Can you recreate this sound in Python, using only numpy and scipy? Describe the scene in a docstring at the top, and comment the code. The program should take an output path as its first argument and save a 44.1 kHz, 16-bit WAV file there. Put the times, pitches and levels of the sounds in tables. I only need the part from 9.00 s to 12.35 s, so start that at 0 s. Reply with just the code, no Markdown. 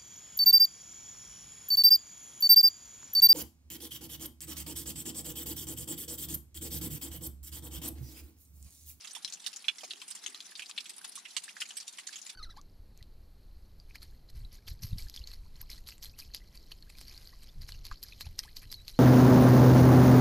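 """Water drips fast down a wet rock face in a forest, heard from close by. Each drop is a short resonant pop
at the pitch of its air pocket plus a broad, patchy splash, scattered by the rock hollow into dense
random echoes. A few drops plop into a puddle, spray ticks, and many small drops patter at random.
A thin trickle hisses as patchy noise, and low noise makes the forest murmur underneath."""
import sys
import numpy as np
from scipy import signal
from scipy.fft import rfft, irfft, next_fast_len
from scipy.io import wavfile
from scipy.ndimage import uniform_filter1d, map_coordinates

SR = 44100
rng = np.random.default_rng(int(sys.argv[2]) if len(sys.argv) > 2 else 0)


def nominal_scale(level):
    """Amplitude ratio for a level in decibels (scalar or array-like)."""
    x = np.asarray(level, float) / 20
    return 10 ** x


def inscribe(sig):
    """Save sig as 16-bit PCM at rate SR to the path in sys.argv[1].

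    A 1-D sig is mono; a 2-D sig holds one channel per row.
    Samples are clipped to [-1, 1] before scaling.
    """
    pcm = np.round(np.clip(np.atleast_2d(sig).T, -1, 1) * 32767)
    wavfile.write(sys.argv[1], SR, pcm.astype(np.int16))


N = 147735  # samples

# stereo width of sound scattered by the rock, and of the trickle: hz, side_re_mid_db
ROCK_SIDE = [(500, 3.5), (2500, -7), (5000, -4.5), (9000, 2.5), (13000, -2)]


def unit(x):
    """Scales a signal to rms 1."""
    return x / np.sqrt(np.mean(x ** 2) + 1e-20)


def along(points, hz):
    """Reads a curve of (Hz, value) points on a log frequency axis."""
    f, v = np.transpose(points)
    return np.interp(np.log(hz + 1), np.log(f + 1), v)


def wobble(rate):
    """A smooth random curve with rate knots a second."""
    knots = rng.standard_normal(int(N * rate / SR) + 4)
    return map_coordinates(knots, [np.arange(N) * rate / SR])


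def causal(gain):
    """Minimum-phase response with this gain, found by folding the cepstrum."""
    cepstrum = irfft(np.log(gain + 1e-6))
    half = cepstrum.shape[-1] // 2
    cepstrum[..., 1:half] *= 2
    cepstrum[..., half + 1:] = 0
    return np.exp(rfft(cepstrum))


def smooth_noise(shape, width, passes=1):
    """Random values averaged along the last axis, rms 1."""
    x = rng.standard_normal(shape)
    for _ in range(passes):
        x = uniform_filter1d(x, size=width, axis=-1)
    return unit(x)


def rush(spectrum, side, patchy_db):
    """Stereo noise, its mid scaled to rms 1, with time-frequency patches of random gain."""
    z = signal.stft(rng.standard_normal((2, N + 4096)), nperseg=512)[2]
    field = uniform_filter1d(rng.standard_normal(z.shape[1:]), size=6, axis=0)
    field = uniform_filter1d(field, size=3, axis=1)
    pair = signal.istft(z * nominal_scale(patchy_db * unit(field)), nperseg=512)[1][:, :N]
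    m = next_fast_len(N)
    hz = np.fft.rfftfreq(m, 1 / SR)
    width = np.array([np.ones_like(hz), nominal_scale(along(side, hz))])
    mid, off = irfft(rfft(pair, m) * nominal_scale(along(spectrum, hz)) * width, m)[:, :N]
    return np.array([mid + off, mid - off]) / np.std(mid)


def forest():
    """Low murmur of distant water and air, as noise; its lower middle swells now and then."""
    # murmur spectrum: hz, db_per_hz
    murmur = [(35, -56), (130, -20), (154, -4.5), (176, 2.5), (541, -6.5), (900, -8.5), (1170, -49),
              (1980, -120)]
    # stereo width: hz, side_re_mid_db
    side = [(300, -3.5)]
    # level of the swelling band: time_s, level_db
    swell_level = [(.7, -86), (0.95, -67.5), (1.12, -87), (1.28, -66.5), (1.5, -88), (1.9, -74), (2.3, -84)]
    # spectrum of the swelling band: hz, db_per_hz
    swell_band = [(150, -60), (240, -12.5), (420, -14), (800, -110)]
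    s, level_db = np.transpose(swell_level)
    swell = nominal_scale(np.interp(np.arange(N) / SR, s, level_db)) * rush(swell_band, side, patchy_db=0)
    steady = nominal_scale(-74 + 0.25 * wobble(3.7)) * rush(murmur, side, patchy_db=2.5)
    return swell + steady


def trickle():
    """Thin hiss of the water film, as patchy noise with a flickering level."""
    # hiss spectrum: hz, db_per_hz
    hiss = [(410, -40), (700, -6), (2200, -6), (3400, -4.5), (6400, -11), (8200, -17.5), (9900, -6),
            (11500, -11), (15500, -28)]
    return nominal_scale(-61 + 0.61 * wobble(19)) * rush(hiss, ROCK_SIDE, patchy_db=2.0)


def echoes(direct, length):
    """Spectra (drops, 2, Hz) of each direct sound and a fresh stereo pattern of dense rock echoes."""
    near_db, hold_s, near_t60_s = -14, 0.0058, 0.07  # near faces of the hollow
    late_db, late_t60_s = -2.5, 0.11  # depth of the hollow, level re the near faces
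    lumpy_db = 3
    spread_s = 0.0025  # a soft drop spreads out: its rise grows as the direct sound weakens
    t, hz = np.arange(length) / SR, np.fft.rfftfreq(2 * length, 1 / SR)
    near = nominal_scale(-60 * np.maximum(t - hold_s, 0) / near_t60_s)
    late = nominal_scale(late_db - 60 * t / late_t60_s)
    rise = 1 - np.exp(-t * direct / spread_s)
    fade = (nominal_scale(near_db) * np.hypot(near, late) * rise)[:, None]
    lumps = nominal_scale(lumpy_db * smooth_noise((len(direct), 1, length), 60))
    scatter = rng.standard_normal((len(direct), 2, length)) * lumps * fade
    mid, off = np.moveaxis(rfft(scatter, 2 * length), 1, 0)
    off = off * nominal_scale(along(ROCK_SIDE, hz))
    return hz, np.stack([direct + mid + off, direct + mid - off], 1)


def land(rows, q, t60=0.22, ring_db=3):
    """Pop (a doubled resonance of sharpness q) and splash, both through the rock's echoes, for each row."""
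    # splash spectrum: hz, gain_db
    splash_curve = [(200, -53), (500, -35), (1200, -14.5), (2500, -8), (5000, -0.5), (9800, -10),
                    (11500, -18), (15000, -20)]
    # drops are a little dull at the very top: hz, gain_db
    drop_top = [(10500, -3), (13000, -6)]
    # stereo balance by pitch: pop_hz, left_minus_right_db
    pan = [(1500, -5), (3500, -0.5), (10000, -1)]
    drop_s, onset_delay_s = 0.12, 0.42 / 343
    splash_t60_s, splash_rise_s, splash_patchy_db = 1, 0.0003, 3.5
    s, peak_db, pop_hz, splash_db, direct_db = np.transpose(rows)[:, :, None]
    length = int(drop_s * SR)
    t = np.arange(length) / SR
    hz, rock = echoes(nominal_scale(direct_db), length)

    # narrow resonances that each drop's bubbles and crevice add
    rings = smooth_noise((len(s), len(hz)), 50, passes=2)
    rock = rock * causal(nominal_scale(along(drop_top, hz) + ring_db * rings))[:, None]
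    damping = 1j * hz * pop_hz / q
    pop = (damping / (pop_hz ** 2 - hz ** 2 + damping)) ** 2
    patches = smooth_noise(pop.shape, 300)
    splash = causal(nominal_scale(along(splash_curve, hz) + splash_patchy_db * patches)) * nominal_scale(splash_db)

    def sound(colour, life):
        """One part of the drop through the rock, under an extra 60 dB decay over life seconds."""
        return irfft(colour[:, None] * rock)[..., :length] * nominal_scale(-60 * t / life)

    hit = sound(pop, t60) + sound(splash, splash_t60_s) * (1 - np.exp(-t / splash_rise_s))

    # the first 12 ms get an rms 10.5 dB under the nominal peak, before panning
    onset_rms = np.sqrt(np.mean(hit[:, :, :int(.012 * SR)].mean(1) ** 2, 1, keepdims=True))
    pan_db = along(pan, pop_hz) + 4.06 * rng.standard_normal(s.shape)
    hit = hit * (nominal_scale(peak_db - 10.5) / onset_rms * nominal_scale(pan_db * [.5, -.5]))[..., None]

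    # every drop sounds about a millisecond after its listed time
    onset_s = np.maximum(s[:, 0] + onset_delay_s, 0)
    out = np.zeros((2, N + SR))
    for at, one in zip(np.round(onset_s * SR).astype(int), hit):
        out[:, at:at + length] += one
    return out[:, :N]


def patter():
    """Small drops at random moments, sizes and pitches, each a narrow pop with a short tail."""
    per_s, middle_hz, octaves = 130, 5090, 0.92
    middle_db, spread_db, splash_db = -51, 8, -7
    count = int(per_s * N / SR)
    z, u = rng.standard_normal((count, 3)), rng.uniform(-1, 1, (count, 2))
    s = (np.arange(count) + 10 * u[:, 0]) / per_s  # each moves by up to ten mean gaps
    hz = np.clip(middle_hz * 2 ** (octaves * z[:, 0]), 2000, 10500)
    size_db = middle_db + spread_db * u[:, 1]
    rows = np.c_[s, size_db, hz, splash_db + 4 * z[:, 1], 6 + 4 * z[:, 2]]
    return land(rows, q=5.6, t60=0.068)


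def spray():
    """Thin clean ticks of spray: pops with little splash and a short tail."""
    # ticks: start_s, peak_db (nominal), pitch_hz
    ticks = [(0.005, -40.5, 5440), (0.1314, -40, 8800), (0.298, -38, 6240), (0.44, -40, 3930),
             (0.807, -39.5, 3200), (0.7687, -48.5, 8250), (1.116, -37, 5000), (1.9625, -43, 9700),
             (1.9799, -38, 9200), (2.043, -39, 9500), (2.076, -43, 10000), (2.0893, -37.5, 9400),
             (2.119, -46, 9400), (2.607, -35, 9600), (2.688, -37, 7640), (2.754, -45, 6700),
             (2.926, -47, 9250)]
    return land([(s, db, hz, -12, 7) for s, db, hz in ticks], q=3.9, t60=0.08)


def plops():
    """Drops into the puddle: mostly low, rounder pops with little splash and strong direct sound."""
    # plops: start_s, peak_db (nominal), pitch_hz
    puddle = [(0.163, -39.5, 913), (0.832, -35, 686), (0.835, -45.5, 420), (0.836, -41.5, 2400),
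              (0.834, -45.5, 1150), (1.021, -49.5, 1015), (1.15, -51, 1030), (1.519, -46, 1660),
              (2.012, -46.5, 1510), (2.174, -40.5, 1145), (2.367, -39.5, 1090), (2.479, -38.5, 1690),
              (2.565, -44, 1710), (3.09, -40, 1700)]
    return land([(s, db, hz, -20, 14) for s, db, hz in puddle], q=4.5, t60=0.07, ring_db=0)


def drips():
    """Main drops on wet stone: broad, heavily damped air-pocket pops, each with its own splash."""
    # drops: start_s, peak_db (nominal), pop_hz, splash_db (re pop), direct_db (high = sharp slap)
    drops = [(0.0408, -37.5, 3160, -5, -3), (0.0718, -34.5, 4000, -5.5, 13), (0.109, -35.5, 5830, -17, 10),
             (0.1482, -32, 3450, 1.5, -1), (0.2464, -23.5, 4130, -16.5, 16.5), (0.2764, -35, 3570, -5, 11),
             (0.323, -32, 5260, -6, 15), (0.3298, -31.5, 6150, -10, -1), (0.462, -23, 3980, -1, 11),
             (0.5292, -35.5, 3900, 4, 14), (0.5605, -31, 5960, -2, 12), (0.6424, -36, 2960, -28, 9),
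             (0.6819, -15, 2880, -26, 10), (0.7825, -35.5, 5000, 5, 14), (0.8428, -34.5, 4030, -4, 13),
             (0.9062, -26, 3530, -15, 7.5), (0.9338, -35, 3730, -4, 25), (1.0153, -33.5, 3460, -7.5, 10.5),
             (1.0775, -35, 7500, 6, 3), (1.1035, -31.5, 8350, -6, 6), (1.1495, -34.5, 7160, 6, 8),
             (1.2377, -34.5, 5100, 6, 13), (1.2613, -25.5, 3060, -12, 12.5), (1.3449, -32.5, 3700, 5.5, 22),
             (1.4036, -32.5, 3800, -11, 18), (1.5523, -33, 4000, -14, 7), (1.5936, -29, 2720, -15, 11),
             (1.62, -31, 2920, -10, 10), (1.6589, -37.5, 4560, -5, 16), (1.694, -34.5, 7100, 9, 16),
             (1.7111, -34, 3540, -27, 23), (1.7765, -22, 3180, -18, 5), (1.8006, -33.5, 4570, -7, 0),
             (1.8562, -36.5, 3420, -7, 10), (1.8934, -32.5, 7300, -3.5, 11), (2.0424, -31.5, 3420, 3.5, 3),
             (2.154, -31.5, 8700, -1, 13), (2.1754, -38.5, 6740, -4, 3), (2.252, -34, 2710, -20.5, 1),
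             (2.3647, -20.5, 3280, 1, 15), (2.4348, -35, 8000, 6, 9), (2.4871, -36, 2870, -6.5, 3),
             (2.5662, -37, 1780, -8, 14), (2.6019, -29, 5140, -1, 1), (2.6167, -22.5, 2780, -11.5, 13.5),
             (2.6529, -37.5, 2650, -4, 7), (2.7057, -33.5, 3300, -7.5, 12), (2.7673, -27.5, 8700, 0.5, 8),
             (2.8005, -32.5, 4970, -4, 11), (2.8777, -30, 6600, -2, 10), (2.9789, -32.5, 2960, -7.5, -16),
             (3.0675, -30, 6700, 3.5, 4), (3.1225, -37, 3430, 4, -24), (3.1569, -31, 3350, -3, 12.5),
             (3.2145, -37.5, 6260, -13, 6), (3.2603, -35, 7040, 3, 0), (3.2916, -32, 3740, -2, 2)]
    return land(drops, q=2.1)


def scene():
    """All the water and the forest together."""
    return forest() + trickle() + patter() + spray() + plops() + drips()


def top_cut(x):
    """Nothing passes above the cut-off."""
    return signal.sosfilt(signal.butter(12, 15740, fs=SR, output="sos"), x)


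def record(dry):
    """The recorder cuts the bass below 130 Hz; a shallow dip near 11.5 kHz and a steep cut above 14.3 kHz."""
    # treble response: hz, gain_db
    mic_top = [(10400, -1), (11500, -5.5), (14300, 0), (15700, -42)]
    response = causal(nominal_scale(along(mic_top, np.fft.rfftfreq(512, 1 / SR))))
    coloured = signal.fftconvolve(dry, irfft(response)[None], axes=1)[:, :N]
    bass_cut = signal.butter(3, 130, "high", fs=SR, output="sos")
    return top_cut(signal.sosfilt(bass_cut, coloured))


dry = scene()
out = record(dry)
inscribe(out)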